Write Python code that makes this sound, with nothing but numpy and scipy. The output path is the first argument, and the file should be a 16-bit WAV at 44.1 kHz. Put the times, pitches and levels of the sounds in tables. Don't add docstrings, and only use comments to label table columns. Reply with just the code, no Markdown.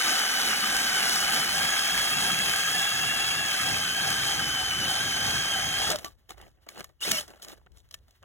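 import sys
import numpy as np
from scipy import signal
from scipy.fft import rfft, irfft, next_fast_len
from scipy.io import wavfile
from scipy.ndimage import uniform_filter1d, map_coordinates

SR = 44100
rng = np.random.default_rng(int(sys.argv[2]) if len(sys.argv) > 2 else 0)


def pcm_store(signal):
    levels = np.round(np.clip(np.atleast_2d(signal), -1, 1) * 32767)
    wavfile.write(sys.argv[1], SR, levels.astype(np.int16).T)


N = 363384

# pulled in seconds, let go in seconds, time the gears rattle on in seconds.
TRIGGER = [(-.1, 5.89, .035), (7.002, 7.17, .02)]
# frequency in Hz, relative level in dB per Hz.
DULL_SPECTRUM = [(110, -25), (190, -2.5), (300, -1), (450, -7), (750, -2.5), (960, -11), (1180, -8.5),
                 (2000, -14), (3000, -15.5), (6000, -58.5)]
# frequency in Hz, relative level in dB per Hz.
CRACK_SPECTRUM = [(200, -39.5), (1000, -11), (3000, 6), (7000, 2.5), (11000, -4.5), (15500, -6.5)]


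def amp(db):
    return 10 ** (np.asarray(db) / 20)


def unit(x):
    return x / np.sqrt(np.mean(x ** 2) + 1e-20)


def along(points, hz):
    f, *cols = np.transpose(points)
    return np.squeeze([np.interp(np.log(hz + 1), np.log(f + 1), c) for c in cols])


def curves(rows):
    s, *cols = np.transpose(rows)
    return [np.interp(np.arange(N) / SR, s, c) for c in cols]


def wobble(rate):
    coarse = np.arange(0, N + 16, 16)
    knots = rng.standard_normal(int(N * rate / SR) + 4)
    return np.interp(np.arange(N), coarse, map_coordinates(knots, [coarse * rate / SR]))


def phase(hz):
    return 2 * np.pi * np.cumsum(hz) / SR


def filtered(x, response):
    m = next_fast_len(N + SR // 2)
    return irfft(rfft(x, m) * response(np.fft.rfftfreq(m, 1 / SR)), m)[..., :N]


def resonances(modes):
    def response(f):
        total = 0
        for k, (c, w, db) in enumerate(modes):
            total = total + (-1) ** k * amp(db) * 1j * f * w / (c * c - f * f + 1j * f * w)
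        return total
    return response


def hiss(spectrum, grain_db, rate):
    grains = rng.standard_normal(N) * amp(grain_db * wobble(rate))
    return unit(filtered(grains, lambda hz: amp(along(spectrum, hz))))


def patchy(x, depth_db, size=256):
    z = signal.stft(x, nperseg=size)[2]
    field = uniform_filter1d(rng.standard_normal(z.shape), size=3, axis=0)
    field = uniform_filter1d(field, size=6, axis=1)
    return unit(signal.istft(z * amp(depth_db * unit(field)), nperseg=size)[1][:N])


def tone(hz, blur_hz, rate):
    return np.sqrt(2) * np.sin(phase(hz + blur_hz * wobble(rate)))


def power_db(coasts, fall_db_per_s):
    rise_s = .025
    t = np.arange(N) / SR
    pulls = []
    for on, off, lag in TRIGGER:
        rise_db = 40 * np.log10(np.clip((t - on) / rise_s, 1e-4, 1))
        pulls.append(rise_db - fall_db_per_s * np.maximum(t - off - coasts * lag, 0))
    return np.max(pulls, axis=0)


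def mesh_note():
    # time in seconds, gear mesh in Hz.
    speed = [(0.0, 3045), (0.097, 3037), (0.155, 2964), (0.237, 3086), (0.394, 2949), (0.429, 2991),
             (0.536, 2924), (0.596, 3046), (0.626, 3012), (0.686, 3078), (0.726, 3021), (0.828, 3118),
             (0.873, 3006), (0.988, 3021), (1.06, 2860), (1.17, 3022), (1.227, 2916), (1.292, 3038),
             (1.402, 3053), (1.464, 2970), (1.512, 3090), (1.604, 3160), (1.664, 3310), (1.736, 3208),
             (1.848, 3189), (1.926, 3270), (2.133, 3245), (2.173, 3334), (2.215, 3222), (2.452, 3262),
             (2.512, 3141), (2.549, 3173), (2.577, 3270), (2.664, 3173), (2.774, 3318), (2.881, 3326),
             (2.916, 3261), (2.973, 3302), (3.008, 3236), (3.056, 3341), (3.13, 3366), (3.317, 3260),
             (3.372, 3375), (3.542, 3156), (3.669, 3270), (3.729, 3182), (3.829, 3165), (3.879, 3077),
             (4.043, 3230), (4.176, 3094), (4.203, 3166), (4.233, 3125), (4.298, 3182), (4.497, 3028),
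             (4.537, 3119), (4.592, 3052), (4.687, 3093), (4.722, 2997), (4.772, 3110), (4.827, 2948),
             (4.891, 3114), (4.986, 3117), (5.031, 3230), (5.123, 3077), (5.373, 3214), (5.475, 3140),
             (5.51, 3215), (5.545, 3105), (5.59, 3093), (5.677, 3221), (5.739, 3157), (5.862, 3293)]
    # time in seconds, gear mesh in Hz.
    blip = [(7.0, 1172), (7.034, 1770), (7.046, 2475), (7.06, 2710), (7.08, 3137), (7.097, 3250),
            (7.11, 3140), (7.125, 2870), (7.17, 2745)]
    brake_hz_per_s = 8200
    t = np.arange(N) / SR
    before_blip = t < blip[0][0]
    (_, off, _), (_, blip_off, _) = TRIGGER
    braking_s = np.maximum(t - np.where(before_blip, off, blip_off), 0)
    speed_hz = np.where(before_blip, curves(speed)[0], curves(blip)[0])
    return np.maximum(speed_hz - brake_hz_per_s * braking_s, 0)


def once_a_turn(lag_s):
    turns_per_s, peak_s = 3.31, 4.35
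    return np.cos(2 * np.pi * turns_per_s * (np.arange(N) / SR - peak_s - lag_s))


def whine():
    # time in seconds, then levels in dB of whine, overtone, companion tone, its overtone,
    # upper companion, slower gear stage.
    tone_levels = [(0, -33.5, -35, -50, -55, -52, -37), (1.2, -33.5, -40.5, -48, -55, -50, -39),
                   (2.2, -30, -39, -46, -52, -37, -41), (2.6, -30, -37.5, -46, -52, -37, -38),
                   (3.1, -32, -40, -48, -50, -35.5, -40), (3.5, -33, -41.5, -48, -52, -37, -40),
                   (4.1, -32.5, -38.5, -46, -54, -43, -39.5), (4.7, -30, -39, -44, -54, -55, -43),
                   (5.85, -30.5, -38.5, -42, -54, -55, -42), (7.03, -56, -48, -50, -50, -70, -64),
                   (7.065, -48, -41, -35, -42, -70, -62), (7.095, -40, -34, -36, -41, -70, -62),
                   (7.12, -34, -37, -33, -39, -70, -59), (7.15, -33, -34, -33, -39, -70, -58)]
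    # time in seconds, share from 0 to 1.
    tremble = [(0, .85), (3.6, .9), (4.2, .6), (5.9, .55), (7, .55)]
    db, overtone_db, companion_db, double_db, upper_db, slow_db = (
        curves(tone_levels) + power_db(False, fall_db_per_s=700))
    jitter, = curves(tremble)
    mesh_hz = mesh_note() + jitter * 28 * wobble(50)

    carrier = phase(mesh_hz / 39.5 + 8 * wobble(25))
    sway = jitter * (.75 + .2 * wobble(10)) * np.sin(carrier + 1.6)
    beat = 1 + jitter * .4 * np.cos(carrier)

    mesh = phase(mesh_hz + jitter * 16 * wobble(110)) + sway
    first = amp(db + jitter * 2.5 * wobble(50) + .7 * wobble(12)) * np.sin(mesh)
    overtone_gain = amp(overtone_db + 1.6 * wobble(60) + 1.6 * wobble(12))
    overtone = overtone_gain * np.sin(2 * mesh + jitter * .5 * wobble(150))

    turn = phase(.795 * mesh_hz + jitter * 15 * wobble(50))
    companion = amp(companion_db) * np.sin(turn) + amp(double_db) * np.sin(2 * turn)
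    companion = amp(jitter * 3 * wobble(20)) * companion

    steady_hz = uniform_filter1d(mesh_hz, size=SR // 10)
    upper = amp(upper_db + 2.5 * wobble(50)) * tone(.82 * steady_hz, blur_hz=24, rate=70)
    slow_gain = amp(slow_db + 3.5 * wobble(80) + 1.2 * wobble(8))
    slow_stage = slow_gain * tone(.505 * steady_hz, blur_hz=40, rate=90)
    return beat * (first + overtone) + companion + upper + slow_stage


def gearbox():
    # frequency in Hz, relative level in dB per Hz.
    rattle_spectrum = [(100, -40), (300, -12), (480, -12), (1000, -8), (2000, -7), (2400, -7), (2900, -6),
                       (3300, -3), (3800, -4.5), (4250, -3.5), (4700, -3), (5200, -2.5), (5600, -6.5),
                       (7000, -9.5), (7900, -9.5), (8300, -5.5), (9500, -7), (10300, -10), (11500, -13),
                       (15500, -18)]
    # time in seconds, gain in dB.
    treble = [(0, -1), (2.8, 0.5), (3.3, -1), (5.9, -3), (7, 2.5)]
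    # frequency in Hz, width in Hz, relative level in dB.
    housing = [(618, 92, -27), (770, 68, -1)]
    # time in seconds, level over the rattle in dB, swell depth in dB.
    housing_swell = [(0, -11.5, 1.5), (2.5, -11, 0.5), (4, -10.5, 3.5), (5.9, -8.5, 2.5), (7, -26.5, 5.5)]
    # multiple of the mesh note, mid level over the rattle in dB.
    strand_tones = [(1.4, -21), (1.49, -20), (2.5, -25), (2.99, -26)]
    # frequency in Hz, mid level over the rattle in dB.
    whistle = [(10650, -24)]
    treble_hz = 7000
    rattle = patchy(hiss(rattle_spectrum, grain_db=1.5, rate=450), depth_db=1.8, size=1024)
    treble_db, = curves(treble)
    treble_part = filtered(rattle, lambda hz: hz ** 4 / (hz ** 4 + treble_hz ** 4))
    rattle = rattle + (amp(treble_db) - 1) * treble_part

    body_db, swell_db = curves(housing_swell)
    body = unit(filtered(rng.standard_normal(N), resonances(housing)))
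    body = amp(body_db + swell_db * once_a_turn(0)) * body

    mesh_hz = mesh_note()
    strands = sum(amp(db + 4 * wobble(9)) * tone(k * mesh_hz, blur_hz=30, rate=50) for k, db in strand_tones)
    thin = sum(amp(db + 3.5 * wobble(2.5)) * tone(hz + 22 * wobble(1.2), blur_hz=10, rate=15)
               for hz, db in whistle)
    return rattle + body + strands + thin


def chips():
    # frequency in Hz, width in Hz, relative level in dB.
    shaft = [(1256, 121, -3.5), (1614, 120, -1.5), (2326, 310, -3)]
    impacts = rng.standard_normal(N) * amp(3 * wobble(400) + .8 * wobble(18))
    return unit(filtered(impacts, resonances(shaft)))


def air_column():
    # time in seconds, frequency in Hz.
    hole = [(0, 240), (1.5, 190), (3, 135), (4.5, 92.03), (5.85, 80), (5.95, 200), (7, 200)]
    hole_hz, = curves(hole)
    spread = unit(filtered(rng.standard_normal((2, N)), lambda hz: 1 / np.sqrt(1 + (hz / 45) ** 2)))
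    turn = phase(hole_hz)
    column = spread[0] * np.cos(turn) + spread[1] * np.sin(turn)
    return filtered(column, lambda hz: hz ** 4 / (hz ** 4 + 88.0 ** 4) / (1 + (hz / 600) ** 4))


def drilling():
    # time in seconds, then levels in dB of gearbox rattle, blades shaving, hole boom.
    work = [(0, -27, -33, -52), (.06, -25.5, -25, -39.5), (.15, -27.5, -32, -45), (1.5, -28.5, -31.5, -45),
            (2.5, -29, -32.5, -42.5), (3.3, -30.5, -35.5, -43.5), (3.9, -30, -36.5, -40.5),
            (5.75, -31, -36.5, -40.5), (5.92, -29, -37, -40.5), (7.03, -33.5, -50, -67),
            (7.11, -33.5, -42, -41), (7.2, -33, -42, -53)]
    rattle_db, shaving_db, boom_db = curves(work) + power_db(True, fall_db_per_s=400)
    rattle = amp(rattle_db + .95 * wobble(11)) * gearbox()
    shaving = amp(shaving_db + .5 * once_a_turn(lag_s=.065) + .5 * wobble(3.7)) * chips()
    boom = amp(boom_db + 2.5 * wobble(8.7)) * air_column()
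    return rattle + shaving + boom


def squeals():
    # start in seconds, length in seconds, first and last frequency in Hz, level in dB.
    short_tones = [(5.925, 0.055, 642, 574, -32.5), (6.044, 0.05, 1160, 1150, -42.5),
                   (6.994, 0.059, 2890, 2890, -59), (7.018, 0.025, 2780, 3150, -32),
                   (7.03, 0.015, 3610, 3580, -29), (7.114, 0.11, 657, 581, -40),
                   (7.178, 0.017, 2990, 3120, -28)]
    t = np.arange(N) / SR
    out = np.zeros(N)
    for s, length, first_hz, last_hz, db in short_tones:
        span = slice(round(s * SR), round((s + length) * SR))
        u = (t[span] - s) / length
        swell = np.sin(np.pi * abs(u) ** .61)
        out[span] += amp(db) * swell * np.sin(phase(first_hz + (last_hz - first_hz) * u))
    return out * amp(3 * wobble(150))


def knocks():
    # time in seconds, crack level in dB, thud and ring levels relative to the crack in dB.
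    contacts = [(0.194, -29, -12.5, -23), (0.5035, -26, -24, -26.5), (0.767, -21.5, -27, -28.5),
                (2.3524, -35.5, -17.5, -31), (2.5617, -22.5, -30, -25.5), (3.1648, -30, -5.5, -28),
                (4.1032, -24.5, -20, -26.5), (5.006, -33, -1.5, -9), (5.903, -20, -26, -31),
                (5.9173, -22, -9.5, -27), (5.9585, -26.5, -8, -26), (5.9872, -36.5, 0, -13.5),
                (6.0459, -32.5, 1, -8.5), (6.2935, -40, -17, -26), (6.3065, -38, -7, -10),
                (6.3804, -55.5, 8.5, -19), (6.4138, -47.5, -7, -27), (6.6657, -60.5, -4.5, -23),
                (6.6887, -35, -39, -8.5), (6.778, -41, -5.5, -26), (6.8065, -39, 7, -28),
                (6.8433, -34.5, -20, -11), (7.006, -44, -12, -17), (7.012, -40.5, -18.5, -20.5),
                (7.1133, -18, -11, -18), (7.1164, -24, -17, -24), (7.2103, -35.5, -7.5, -22),
                (7.28, -43.5, -23, -24.5), (7.304, -51, 9.5, -17.5), (7.429, -45, -29, -18),
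                (7.4475, -39, -7.5, -13), (7.492, -49.5, -8.5, -23), (7.5776, -58, -20, -26.5),
                (7.663, -66, 17, -19), (7.719, -63.5, -12, -25), (7.772, -50, -17, -15),
                (7.889, -62.5, -14, -19), (7.9109, -42, -23, -15), (7.942, -30, -35.5, -16),
                (8.082, -59, 5, -20), (8.1083, -56, -29, -21.5), (8.228, -55.5, 3.5, -21)]
    # frequency in Hz, level in dB, t60 in seconds.
    steel = [(650, -8.5, 0.057), (1150, 6, 0.021), (1760, -7.5, 0.085), (2270, 0.5, 0.03), (3230, -9, .015),
             (3880, -12, 0.015), (6750, -7.5, 0.041)]
    rise_s, crack_t60_s, thud_t60_s = .0002, .024, .035
    snap_db, snap_t60_s = 5, .003
    rings, cracks, thuds = np.zeros((3, N + SR))
    t = np.arange(SR // 8) / SR
    for s, db, thud_db, ring_db in contacts:
        ring = np.zeros(len(t))
        for hz, level, t60_s in steel:
            decay = amp(level + rng.normal(0, 1.9) - 60 * t / t60_s)
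            ring += decay * np.sin(2 * np.pi * hz * t * rng.normal(1, .013))
        onset = amp(db) * (1 - np.exp(-t / rise_s))
        at = slice(round(s * SR), round(s * SR) + len(t))
        rings[at] += onset * amp(ring_db) * ring
        cracks[at] += onset * (amp(-60 * t / crack_t60_s) + amp(snap_db - 60 * t / snap_t60_s))
        thuds[at] += onset * amp(thud_db - 60 * t / thud_t60_s)
    crack = cracks[:N] * hiss(CRACK_SPECTRUM, grain_db=2, rate=210)
    thud = thuds[:N] * hiss(DULL_SPECTRUM, grain_db=6.5, rate=800)
    return rings[:N] + crack + thud


def slush():
    # start in seconds, time scale in seconds, dull scrape level in dB, bright crunch level in dB.
    slides = [(5.884, 0.079, -29.5, -61.5), (5.961, 0.12, -46, -48), (6.04, 0.059, -48, -45.5),
              (6.095, 0.48, -78, -83), (6.288, 0.061, -46.5, -53.5), (6.369, 0.1, -52.5, -67.5),
              (6.409, 0.1, -60.5, -68), (6.453, 0.092, -77, -76), (6.545, 0.16, -72.5, -94),
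              (6.662, 0.02, -48.5, -68), (6.681, 0.11, -52.5, -55.5), (6.755, 0.09, -49, -60.5),
              (6.778, 0.053, -42.5, -51), (6.836, 0.046, -59.5, -62.5), (6.888, 0.038, -60.5, -69),
              (7.041, 0.13, -36, -48.5), (7.214, 0.073, -54, -61.5), (7.279, .07, -48.5, -57),
              (7.33, 0.22, -57.5, -66.5), (7.418, 0.033, -58.5, -41), (7.445, 0.12, -56, -62.5),
              (7.474, 0.031, -55.5, -53.5), (7.495, 0.046, -49.5, -53.5), (7.517, 0.025, -49, -53.5),
              (7.54, 0.11, -69.5, -79.5), (7.653, 0.03, -75, -86), (7.759, 0.06, -70, -60.5),
              (7.913, 0.072, -68, -62.5), (8.075, 0.046, -69, -73), (8.116, 0.022, -72, -71.5),
              (7.97, 0.066, -81, -85), (8.221, 0.056, -54.5, -76)]
    # frequency in Hz, relative level in dB per Hz.
    bright_spectrum = [(1000, -40.5), (2500, -15.5), (3800, 3), (5200, -3), (8300, -4.5), (11500, -5.5),
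                       (15500, -9.5)]
    ticks_per_s = 300
    dull, bright = np.zeros((2, N))
    t = np.arange(N) / SR
    for s, scale_s, dull_db, bright_db in slides:
        span = slice(round(s * SR), round((s + 2 * scale_s) * SR))
        u = (t[span] - s) / scale_s
        swell = (1 - np.exp(-u / .12)) * np.exp(-(u / .75) ** 2)
        dull[span] += amp(dull_db) * swell
        bright[span] += amp(bright_db) * swell
    lumps = amp(1.5 * wobble(70))
    scrape = patchy(hiss(DULL_SPECTRUM, grain_db=3.5, rate=350), depth_db=2.5)
    crunch = patchy(hiss(bright_spectrum, grain_db=3.5, rate=800), depth_db=3.5)
    draw = rng.random((2, N))
    snaps = (draw[0] < ticks_per_s / SR) * np.log(draw[1] + 1e-9)
    ticks = unit(filtered(snaps, lambda hz: amp(along(CRACK_SPECTRUM, hz))))
    ticks = amp(1) * np.sqrt(ticks_per_s / 1000) * ticks
    return lumps * (dull * scrape + bright * (crunch + ticks))


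def wind():
    # time in seconds, level of the shared part in dB.
    strength = [(0, -70), (.6, -57), (1.3, -59), (1.9, -61), (2.43, -56.5), (2.7, -69.5), (3.4, -57.5),
                (3.8, -64.5), (4.2, -52.5), (5, -62.5), (5.37, -53), (5.76, -56.5), (6.4, -63), (7.09, -69),
                (7.21, -59), (7.89, -65), (8.24, -65.5)]
    # frequency in Hz, relative level in dB per Hz.
    gusts = [(20, -20), (50, 6), (90, 0.5), (200, -19.5), (450, -21.5), (1000, -32), (4000, -53.5),
             (15500, -51)]
    db, = curves(strength)
    shared, left, right = (hiss(gusts, grain_db=5.5, rate=8) for _ in range(3))
    return amp(db) * (shared + 1.1 * np.array([left, right]))


def far_air():
    # frequency in Hz, relative level in dB per Hz.
    air = [(150, -12.5), (450, -16.5), (1000, -11.5), (3800, -13), (8000, -22), (15500, -20)]
    return amp(-74.5) * hiss(air, grain_db=6.5, rate=32)


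def ports(x, path=((1, 0), (2, 0))):
    # frequency in Hz, lead of the left in radians, left minus right level in dB.
    port_offsets = [(60, -.6, 0), (130, -1.2, .5), (220, -.8, .5), (300, 0, .5), (450, .6, .5),
                    (600, .8, 0), (700, 1.5, -.5), (850, 1.4, -1), (1000, 2.1, 1), (1150, 1.1, 3),
                    (1350, .7, 4), (1470, -.8, 0), (1700, .2, 0), (1900, .2, 0), (2100, 1.6, -3),
                    (2520, 2.9, 0), (2780, 1.9, 4), (3000, 0, 1), (3300, .7, -1), (3600, .85, 0),
                    (4000, .7, 0)]
    lead_s, lead_from_hz = .000232, 3000

    def response(hz):
        lead, balance_db = along(port_offsets, hz)
        lead = lead + along(path, hz) + 2 * np.pi * lead_s * np.maximum(hz - lead_from_hz, 0)
        side = np.array([[.5], [-.5]])
        return amp(side * balance_db) * np.exp(1j * side * lead)
    return filtered(x, response)


def diffuse(x):
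    # frequency in Hz, gain in dB.
    diffuse_gain = [(150, -19), (300, -22), (800, -18), (1400, -8), (2200, -9), (2450, -10), (2750, -2),
                    (3050, -10), (4000, -8), (4700, -14), (6500, -8), (9000, -12), (11000, -8),
                    (13500, -12), (15500, -9)]
    z = signal.stft(x, nperseg=256)[2]
    turns = rng.random((2,) + z.shape)
    loose = signal.istft(z * np.exp(2j * np.pi * turns), nperseg=256)[1][:, :N]
    return filtered(loose, lambda hz: amp(along(diffuse_gain, hz)))


def scene():
    # frequency in Hz, radians added to the left's lead.
    ice_path = [(130, 0), (215, -1.6), (260, -2.4), (300, -3.5), (345, -5.5), (450, -6.1), (600, -6.28)]
    drill = whine() + squeals() + drilling()
    ice = slush() + knocks() + far_air()
    return ports(drill) + ports(ice, ice_path) + diffuse(drill + ice) + wind()


def record(dry):
    top_hz = 15900
    return filtered(dry, lambda hz: hz < top_hz)


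dry = scene()
out = record(dry)
pcm_store(out)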